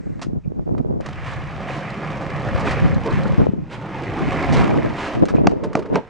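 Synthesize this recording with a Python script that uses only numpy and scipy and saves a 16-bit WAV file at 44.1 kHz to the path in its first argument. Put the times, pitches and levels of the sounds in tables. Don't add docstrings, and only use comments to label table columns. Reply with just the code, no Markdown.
import sys
import numpy as np
from scipy import signal
from scipy.fft import rfft, irfft, next_fast_len
from scipy.io import wavfile
from scipy.ndimage import uniform_filter1d, map_coordinates

SR = 44100
rng = np.random.default_rng(int(sys.argv[2]) if len(sys.argv) > 2 else 0)


def persist_wave(psi):
    counts = np.round(np.clip(psi, -1, 1) * 32767).astype(np.int16)
    wavfile.write(sys.argv[1], SR, np.atleast_2d(counts).T)


N = 268594
T = np.arange(N) / SR
OPPOSED = np.array([[1], [-1]])


def undb(db):
    return 10 ** (np.asarray(db) / 20)


def unit(x):
    return x / np.sqrt(np.mean(x ** 2))


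def curves(rows):
    s, *columns = np.transpose(rows)
    return [np.interp(T, s, c) for c in columns]


def noise():
    return rng.standard_normal(N)


def walk(rate):
    hold = max(int(SR / rate), 1)
    held = np.repeat(rng.standard_normal(N // hold + 1), hold)
    return unit(uniform_filter1d(held, hold)[:N])


def filtered(x, response):
    size = next_fast_len(N + SR // 2)
    f = np.fft.rfftfreq(size, 1 / SR) + 1
    return unit(irfft(rfft(x, size) * response(f), size)[:N])


def colour(x, points):
    hz, db = np.transpose(points)

    def response(f):
        return undb(np.interp(np.log(f), np.log(hz), db)) * np.minimum(hz[-1] / f, 1) ** 2

    return filtered(x, response)


def resonate(x, modes):
    def response(f):
        return sum(undb(db) / (1 + 1j * (f * f - hz * hz) / (f * width)) for hz, width, db in modes)

    return filtered(x, response)


def low_pass(x, order, hz):
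    return signal.sosfiltfilt(signal.butter(order, hz, fs=SR, output="sos"), x)


def low_cut(x, hz):
    return signal.sosfilt(signal.butter(2, hz, "high", fs=SR, output="sos"), x)


def grains(rate, spread_db):
    draw = rng.random(N)
    hit = draw < rate / SR
    hardness = rng.exponential(size=N)[hit]
    side = rng.random(N)[hit] - .5
    out = np.zeros(N)
    out[hit] = np.sign(side) * undb(spread_db * np.minimum(hardness, 4))
    return unit(out)


def waver(x, share, rate):
    position = np.cumsum(1 + share * walk(rate))
    return map_coordinates(x, [position], order=3, mode="mirror")


def envelope(start_s, length_s, attack_s, release_s):
    out = np.zeros(N)
    first, last = np.searchsorted(T, [start_s - attack_s, start_s + length_s + 10 * release_s])
    age = T[first:last] - start_s
    rise = np.clip(age / attack_s + .5, 0, 1)
    out[first:last] = rise * np.exp(-np.maximum(age - length_s, 0) / release_s)
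    return out


def swells(rows, attack_s, release_s):
    return sum(undb(db) * envelope(s, length_s, attack_s, release_s) for s, length_s, db in rows)


def add(out, s, sound):
    i = int(s * SR)
    out[i:i + len(sound)] += sound[:N - i]


def strike(modes, pitch=1, contact_s=0.00063):
    t = np.arange(SR // 4) / SR
    chance = rng.standard_normal((len(modes), 2))
    ring = 0
    for (hz, t60, db), (detune, weight) in zip(modes, chance):
        decay = undb(db + 1.5 * weight - 60 * t / t60)
        ring = ring + decay * np.sin(2 * np.pi * hz * pitch * (1 + .006 * detune) * t)
    return ring * (1 - np.exp(-t / contact_s))


def town(db=-50):
    # (frequency [Hz], level [dB])
    town_colour = [(30, -3.5), (150, 5), (400, -14.5), (1000, -17.5), (2500, -26.5), (3200, -34),
                   (6500, -37), (10000, -46.5), (15000, -56)]
    return undb(db + walk(6.8)) * colour(noise(), town_colour)


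def whirr(db=-56, end_s=0.2, fade_s=0.064):
    # (frequency [Hz], level [dB])
    whirr_colour = [(500, -8), (1000, -2), (2000, 2), (2500, -6), (3200, -20), (4000, -17), (6000, -20),
                    (8000, -19), (11000, -36)]
    return undb(db) * np.exp(-np.clip((T - end_s) / fade_s, 0, 20)) * colour(noise(), whirr_colour)


def breeze(mid_db=-4):
    # (time [s], level [dB])
    slow_air = [(.4, -42.5), (1.4, -31.5), (1.9, -42), (2.7, -25.5), (3.9, -43), (4.4, -29), (5.1, -38),
                (6.0, -52)]
    level_db, = curves(slow_air)
    shape = [(20, -14.0), (55, 1.5), (100, 0.5), (170, -3.0), (400, -41.5)]
    return undb(level_db) * (OPPOSED * colour(noise(), shape) + undb(mid_db) * colour(noise(), shape))


def wind(thud_mid_db=-10, flutter_mid_db=-11, eddy_db=4.5):
    # (start [s], length [s], low thudding level [dB], fluttering level [dB])
    gust_rows = [(0, 0.2, -27, -35), (0.246, 0.12, -20.5, -29), (0.442, 0.1, -25.5, -33),
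                 (0.564, 0.05, -23.5, -29.5), (0.661, 0.35, -24, -25), (2.56, 0.077, -26, -50),
                 (2.797, 0.19, -17, -51), (3.119, 0.22, -18.5, -43), (3.386, 0.099, -15.5, -21.5),
                 (3.53, 0.08, -22.5, -30.5), (4.206, 0.078, -18.5, -44), (4.483, 0.15, -14.5, -32),
                 (4.626, 0.18, -19.5, -17), (4.829, 0.07, -21, -23), (5.155, 0.046, -22, -25),
                 (5.21, 0.029, -13.5, -13), (5.302, 0.12, -17.5, -18), (5.441, 0.13, -21.5, -18.5),
                 (5.609, 0.23, -27, -32), (5.905, 0.065, -24, -22.5)]
    # (frequency [Hz], level [dB])
    thud_colour = [(20, -33), (45, -1), (90, 0), (150, 7.5), (220, 1.5), (320, -6.5), (600, -60)]
    # (frequency [Hz], level [dB])
    flutter_colour = [(120, -13.5), (240, 0.5), (330, 2), (500, -5), (800, -15), (1200, -28), (2000, -48.5),
                      (4000, -60)]
    attack_s, release_s = 0.017, 0.017
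    low = swells([(s, length, db) for s, length, db, _ in gust_rows], attack_s, release_s)
    high = swells([(s, length, db) for s, length, _, db in gust_rows], attack_s, release_s)
    eddies = unit(undb(eddy_db * np.minimum(walk(90), 2)))
    thud = OPPOSED * colour(noise(), thud_colour) + undb(thud_mid_db) * colour(noise(), thud_colour)
    flutter = OPPOSED * colour(noise(), flutter_colour)
    flutter = flutter + undb(flutter_mid_db) * colour(noise(), flutter_colour)
    return eddies * (low * thud + high * flutter)


def buffets(cycles=0.37, far_port=0.35):
    # (time [s], level [dB], pitch [Hz], port [positive left, negative right])
    eddy_pops = [(.267, -9.5, 260, 1), (0.332, -8.5, 243, -1), (.36, -13, 231, -1), (.475, -7.5, 148, -1),
                 (0.52, -13.5, 370, -1), (.594, -16, 600, -1), (.677, -14.5, 504, -1), (.692, -12, 486, 1),
                 (.722, -6.5, 169, -1), (.741, -8.5, 236, -1), (.75, -15, 745, -1), (.809, -6, 220, -1),
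                 (.848, -10.5, 416, -1), (.872, -17, 374, -1), (0.91, -10.5, 398, -1), (.926, -21, 645, -1),
                 (1.003, -11, 498, 1), (2.545, -6, 93.7, 1), (2.845, -1, 135, 1), (2.93, -7, 150, 1),
                 (3.135, -5, 121, 1), (3.38, 0.5, 168, 1), (3.4015, -2.5, 430, 1), (3.468, 0.5, 470, 1),
                 (3.489, -3, 180, 1), (3.535, -4.5, 257, 1), (5.171, -9, 255, 1), (5.213, -11, 260, 1),
                 (5.223, -6, 300, -1), (5.235, 0, 500, 1), (5.241, -4.5, 513, -1), (5.306, -10, 300, 1),
                 (5.339, -6.5, 544, 1), (5.36, -6.5, 450, -1), (5.385, -8, 640, 1), (5.446, -11, 650, -1),
                 (5.459, -2.5, 270, 1), (5.52, -6.5, 483, 1), (5.535, -8.5, 350, -1), (5.632, -14, 400, -1),
                 (5.901, -11.5, 445, 1), (5.928, -10, 550, 1)]
    out = np.zeros((2, N))
    t = np.arange(SR // 20) / SR
    for s, db, hz, port in eddy_pops:
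        age = t * hz / cycles
        pop = undb(db) * age * np.exp(1 - age) * np.sin(2 * np.pi * hz * t)
        near = int(port < 0)
        add(out[near], s, pop)
        add(out[1 - near], s, -far_port * pop)
    return out


def squeak(attack_s=0.0042, release_s=0.012):
    # (start [s], length [s], level [dB])
    squeak_rows = [(0.436, 0.016, -61.5), (5.366, 0.0052, -37)]
    mode = [(2460, 360, 0)]
    return swells(squeak_rows, attack_s, release_s) * resonate(resonate(noise(), mode), mode)


def scuffs(split_hz=3000):
    # (time [s], level [dB], hold [s], treble gain [dB])
    scrape_rows = [(0.193, -34, 0.0014, -12), (.215, -30, 0.015, 7), (0.78, -35, 0.0011, -4.5),
                   (1.007, -39, .0007, 5.5), (1.061, -26.5, 0.0013, 2.5), (1.087, -30.5, 0.0032, -1.5),
                   (2.596, -40.5, 0.013, 13), (2.67, -15.5, 0.0028, -18), (2.709, -21.5, 0.0064, -1),
                   (3.06, -32.5, 0.0043, 4), (4.527, -31.5, 0.018, 10), (5.254, -35.5, 0.0019, 11),
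                   (5.284, -27, 0.016, -2), (5.347, -35, 0.016, -6), (5.493, -36, .001, 1),
                   (5.511, -33, 0.0036, -6), (5.637, -34, 0.0083, 4.5), (5.731, -31, 0.0014, 1),
                   (5.76, -35.5, 0.014, 0.5), (5.791, -40.5, 0.0032, 11.5), (5.823, -36, .005, -6),
                   (5.855, -36.5, 0.007, -6)]
    # (frequency [Hz], level [dB])
    scrape_colour = [(200, 11.5), (700, 6.5), (1300, 7.5), (2200, -1), (3200, -8), (5000, -9.5),
                     (8000, -19), (10500, -22), (15000, -66.5)]
    attack_s, fade_s, fade_share = .0015, 0.0064, 0.39
    scrape = colour(grains(rate=5500, spread_db=2.0), scrape_colour)
    dull = low_pass(scrape, 2, split_hz)
    out = np.zeros(N)
    for s, db, hold_s, treble_db in scrape_rows:
        contact = envelope(s, hold_s, attack_s, fade_s + fade_share * hold_s)
        out += undb(db) * contact * (dull + undb(treble_db) * (scrape - dull))
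    return out


def steps(crack_s=0.0012, sole_db=6.5, contact_s=0.00037, ring_t60_s=0.012):
    # (time [s], level [dB], heel-to-sole time [s], pitch factor, crack level [dB], ring of the
    # heel [Hz], ring level [dB])
    step_rows = [(5.4699, -1.5, 0.0016, 0.98, -10, 5400, -42), (5.7523, -7, 0.00181, 0.94, -13, 2350, -3),
                 (5.956, -9.5, 0.00119, 1.27, -9, 2270, 0.5)]
    # (frequency [Hz], t60 [s], level [dB])
    slap_modes = [(205, 0.036, -22), (307, 0.012, -3), (673, 0.015, 0), (1193, 0.015, -6.5),
                  (1620, 0.015, -24), (2220, 0.0085, -22), (4400, 0.0053, -22.5)]
    out = np.zeros(N)
    crack_colour = [(800, -13), (2600, 18.5), (3700, 5.0), (5400, 8.0), (7200, -2), (10000, -18), (15000, -48)]
    crack = colour(noise(), crack_colour)
    t = np.arange(SR // 10) / SR
    contact = 1 - np.exp(-(t / contact_s) ** 2)
    for s, db, gap_s, pitch, crack_db, ring_hz, ring_db in step_rows:
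        slap = sum(undb(mode_db - 60 * t / t60) * np.sin(2 * np.pi * hz * pitch * t)
                   for hz, t60, mode_db in slap_modes)
        ring = undb(ring_db - 60 * t / ring_t60_s) * np.sin(2 * np.pi * ring_hz * t)
        heel, sole = slap + ring, -undb(sole_db) * slap
        for start, body in ((s, heel), (s + gap_s, sole)):
            i = int(start * SR)
            blow = body + undb(crack_db) * np.exp(-t / crack_s) * crack[i:i + len(t)]
            out[i:i + len(t)] += undb(db) * contact * blow
    return out


def deck_knocks():
    # (time [s], level [dB])
    knock_rows = [(5.637, -20), (5.771, -18.5), (5.789, -20.5), (5.85, -29.5), (5.939, -16.5), (5.961, -17),
                  (5.982, -16.5)]
    # (frequency [Hz], t60 [s], level [dB])
    knock_modes = [(437, 0.035, 2), (452.7, 0.16, -9.5), (615, 0.037, -4), (860, 0.094, -12),
                   (953, 0.063, -11), (1640, .05, -23)]
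    out = np.zeros(N)
    for s, db in knock_rows:
        add(out, s, undb(db) * strike(knock_modes))
    return out


def jolts():
    # (start [s], length [s], level [dB])
    jolt_rows = [(2.63, 0.023, -22), (3.055, 0.036, -23), (4.52, 0.073, -25.5), (5.44, 0.032, -29.5),
                 (5.635, 0.016, -24), (5.765, 0.029, -25.5), (5.94, 0.038, -21)]
    # (time [s], level [dB])
    rattle_curve = [(5.15, -54), (5.3, -41.5), (5.7, -34), (5.98, -35), (6.05, -48)]
    # (frequency [Hz], width [Hz], level [dB])
    ring_modes = [(456, 74, -2), (568, 69, -10), (897, 49, -7.5)]
    rattle_db, = curves(rattle_curve)
    ring = resonate(grains(rate=3300, spread_db=-2.0), ring_modes)
    drive = swells(jolt_rows, attack_s=0.013, release_s=0.011)
    drive = drive + (T > rattle_curve[0][0]) * undb(rattle_db)
    return drive * colour(ring, [(150, 13.5), (400, 1.0), (1000, -6.0), (2500, -12.0)])


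def drags():
    # (start [s], length [s], level [dB])
    drag_rows = [(1.24, 0.1, -36.5), (1.68, 0.11, -35.5), (2.66, 0.064, -28.5), (3.71, 0.039, -34),
                 (4.53, 0.088, -28.5), (4.97, 0.11, -30.5), (5.115, .045, -37), (5.945, 0.016, -30.5)]
    # (frequency [Hz], level [dB])
    drag_colour = [(300, 1), (900, 8), (2200, 2.5), (2900, -2), (3700, -7.5), (5500, -15.5), (9000, -23),
                   (11000, -27.5), (15000, -45)]
    grind = colour(grains(rate=7000, spread_db=3.0), drag_colour)
    return swells(drag_rows, attack_s=0.043, release_s=0.016) * grind


def ticks():
    # (time [s], level [dB])
    click_rows = [(1.903, -39), (2.42, -44), (2.8, -45), (2.945, -38), (3.108, -40), (3.173, -50),
                  (3.235, -36.5), (3.278, -38.5), (4.27, -44), (4.525, -32), (4.569, -27)]
    # (frequency [Hz], width [Hz], level [dB])
    click_modes = [(2300, 600, 1), (4000, 320, 2), (6560, 1500, -9.5)]
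    fade_s = 0.0046
    strikes = sum(undb(db) * envelope(s, 0, 1 / SR, fade_s) for s, db in click_rows)
    return strikes * resonate(resonate(noise(), click_modes), [(3800, 2100, 0)])


def clunks():
    # (time [s], level [dB], nominal pitch [Hz])
    drop_rows = [(1.706, -24, 860), (1.936, -26, 675.4), (2.318, -18.5, 382), (2.49, -18, 556),
                 (2.77, -18.5, 470), (3.191, -25, 440), (3.255, -15.5, 484), (4.205, -29, 827),
                 (4.438, -13, 764), (4.646, -18, 367), (4.711, -22, 790), (4.742, -11.5, 394),
                 (4.861, -19, 590), (4.904, -22, 684)]
    # (multiple of the pitch, t60 [s], level [dB])
    drop_modes = [(1, .03, -1.5), (1.7, .02, -13.5), (2.9, 0.015, -1.5)]
    out = np.zeros(N)
    for s, db, hz in drop_rows:
        add(out, s, undb(db) * strike(drop_modes, hz))
    return out


def clatter():
    # (frequency [Hz], width [Hz], level [dB])
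    truck_modes = [(437, 210, -3), (584, 180, -2), (807, 64, -0.5), (1215, 150, -5.5), (1745, 180, -5.5),
                   (2260, 1100, -5)]
    rings = 0
    for hz, width, db in truck_modes:
        stones = grains(rate=50, spread_db=2.2)
        mode = signal.lfilter(*signal.iirpeak(hz, hz / width, fs=SR), stones)
        rings = rings + undb(db) * unit(mode)
    return unit(waver(rings, share=.06, rate=7))


def wheels(knock_db=-8, patch_db=0.5, wander_db=1.72, grit_knock_db=-2.5):
    # (time [s], level [dB])
    roll_curve = [(1.008, -46), (1.05, -39), (1.58, -36), (1.7, -33.5), (2.3, -34), (2.52, -31),
                  (2.7, -28.5), (2.85, -31), (2.97, -37), (3.14, -32), (3.46, -36.5), (3.475, -46),
                  (3.58, -56), (3.67, -49.5), (3.76, -42), (3.86, -38.5), (4.05, -33.5), (4.38, -28),
                  (4.57, -26.5), (4.85, -34), (5.12, -31.5), (5.2, -38.5), (5.38, -47), (5.55, -51.5),
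                  (6.09, -51)]
    # (time [s], level [dB])
    boom_curve = [(1.03, -39), (1.6, -35), (1.72, -32.5), (2.4, -29.5), (3.1, -28.5), (3.7, -38),
                  (4.1, -28), (4.55, -26), (4.95, -32.5), (5.5, -55)]
    # (time [s], gain of the lows [dB])
    body_curve = [(1.3, -6), (2.2, -2.5), (2.6, -1), (3.4, -.5), (4.4, 0), (5.05, -0.5)]
    # (frequency [Hz], level [dB])
    roar_colour = [(100, -9.5), (250, 7.5), (450, 2), (680, 1.5), (1100, -0.5), (1500, -6), (2100, -6),
                   (2600, -10.5), (3300, -24), (5000, -33), (9000, -70)]
    # (frequency [Hz], level [dB])
    grit_colour = [(1500, -1.5), (3000, 9), (4200, 0.5), (5500, -2), (7500, -9), (9500, -12.5),
                   (11000, -17.5), (15000, -16)]
    # (frequency [Hz], width [Hz], level [dB])
    deck_modes = [(147.7, 50, -1), (189, 36, -7), (288, 50, -10.5)]
    roar_db, grit_db, clatter_db = 2, -14.5, -1
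    level_db, = curves(roll_curve)
    boom_db, = curves(boom_curve)
    body_db, = curves(body_curve)

    bumps = grains(rate=5000, spread_db=2.5)
    patches = undb(patch_db * walk(45))
    chatter = signal.lfilter([1], [1, -np.exp(-1 / (.003 * SR))], grains(rate=60, spread_db=1.4))

    roar = undb(roar_db) * colour(bumps + undb(knock_db) * unit(chatter * noise()), roar_colour)
    roar = roar + undb(clatter_db) * colour(clatter(), [(200, 4.5), (2400, -3.0), (3300, -21.5)])
    roar = roar + (undb(body_db) - 1) * low_pass(roar, 2, 950)
    for hz in (550, 1200, 2200):
        band = signal.lfilter(*signal.iirpeak(hz, 2, fs=SR), roar)
        roar = roar + (undb(wander_db * walk(16)) - 1) * band

    crushed = grains(rate=7700, spread_db=-0.5) + undb(grit_knock_db) * unit(chatter * noise())
    grit = undb(grit_db) * colour(crushed, grit_colour)
    boom = colour(resonate(bumps, deck_modes), [(40, -17.5), (120, 2.0), (350, 2.0), (900, -46.0)])
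    boom = waver(boom, share=.11, rate=12)
    rolling = T > roll_curve[0][0]
    return rolling * (undb(level_db) * patches * (roar + grit) + undb(boom_db) * boom)


def side_wall(x):
    # (time [s], delay [s])
    path_curve = [(2.7, 0.0016), (3.9, 0.0023), (4.5, 0.00306)]
    wall_share = .3
    lag_s, = curves(path_curve)
    dull = low_pass(x, 1, 1600)
    sway_s = .0001 * walk(6)
    return x + wall_share * np.interp(T - lag_s - sway_s, T, dull)


def walls(x, low_t60_s=0.33, treble_t60_s=0.28):
    t = np.arange(SR) / SR
    hiss = rng.standard_normal((2, SR))
    low = signal.sosfilt(signal.butter(1, 2500, fs=SR, output="sos"), hiss)
    tail = low * undb(-60 * t / low_t60_s) + (hiss - low) * undb(-60 * t / treble_t60_s)
    tail = tail * (t > .004)
    tail /= np.sqrt(np.sum(tail ** 2, axis=1, keepdims=True))
    mid, side = signal.fftconvolve(x[None], tail, axes=1)[:, :N]
    side = signal.sosfilt(signal.butter(1, 900, "high", fs=SR, output="sos"), side)
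    return mid + OPPOSED * side


def scene(pan_db=-1.84, board_echo_db=-11.5, near_echo_db=-23):
    board = side_wall(wheels() + clunks() + drags() + ticks())
    near = low_cut(steps() + scuffs() + jolts() + deck_knocks() + squeak(), hz=91.5)
    direct = (board + near) * undb(OPPOSED * pan_db / 2)
    echo = walls(undb(board_echo_db) * board + undb(near_echo_db) * near)
    air = wind() + low_cut(buffets(), hz=55) + breeze()
    return direct + echo + air + whirr() + town()


def record(dry, shelf_hz=9300, shelf_db=-16, top_hz=15800):
    loud = np.clip(dry, -1, 1)
    dull = low_pass(loud, 5, shelf_hz)
    shelved = dull + undb(shelf_db) * (loud - dull)
    return signal.sosfilt(signal.ellip(8, .2, 70, top_hz, fs=SR, output="sos"), shelved)


dry = scene()
out = record(dry)
persist_wave(out)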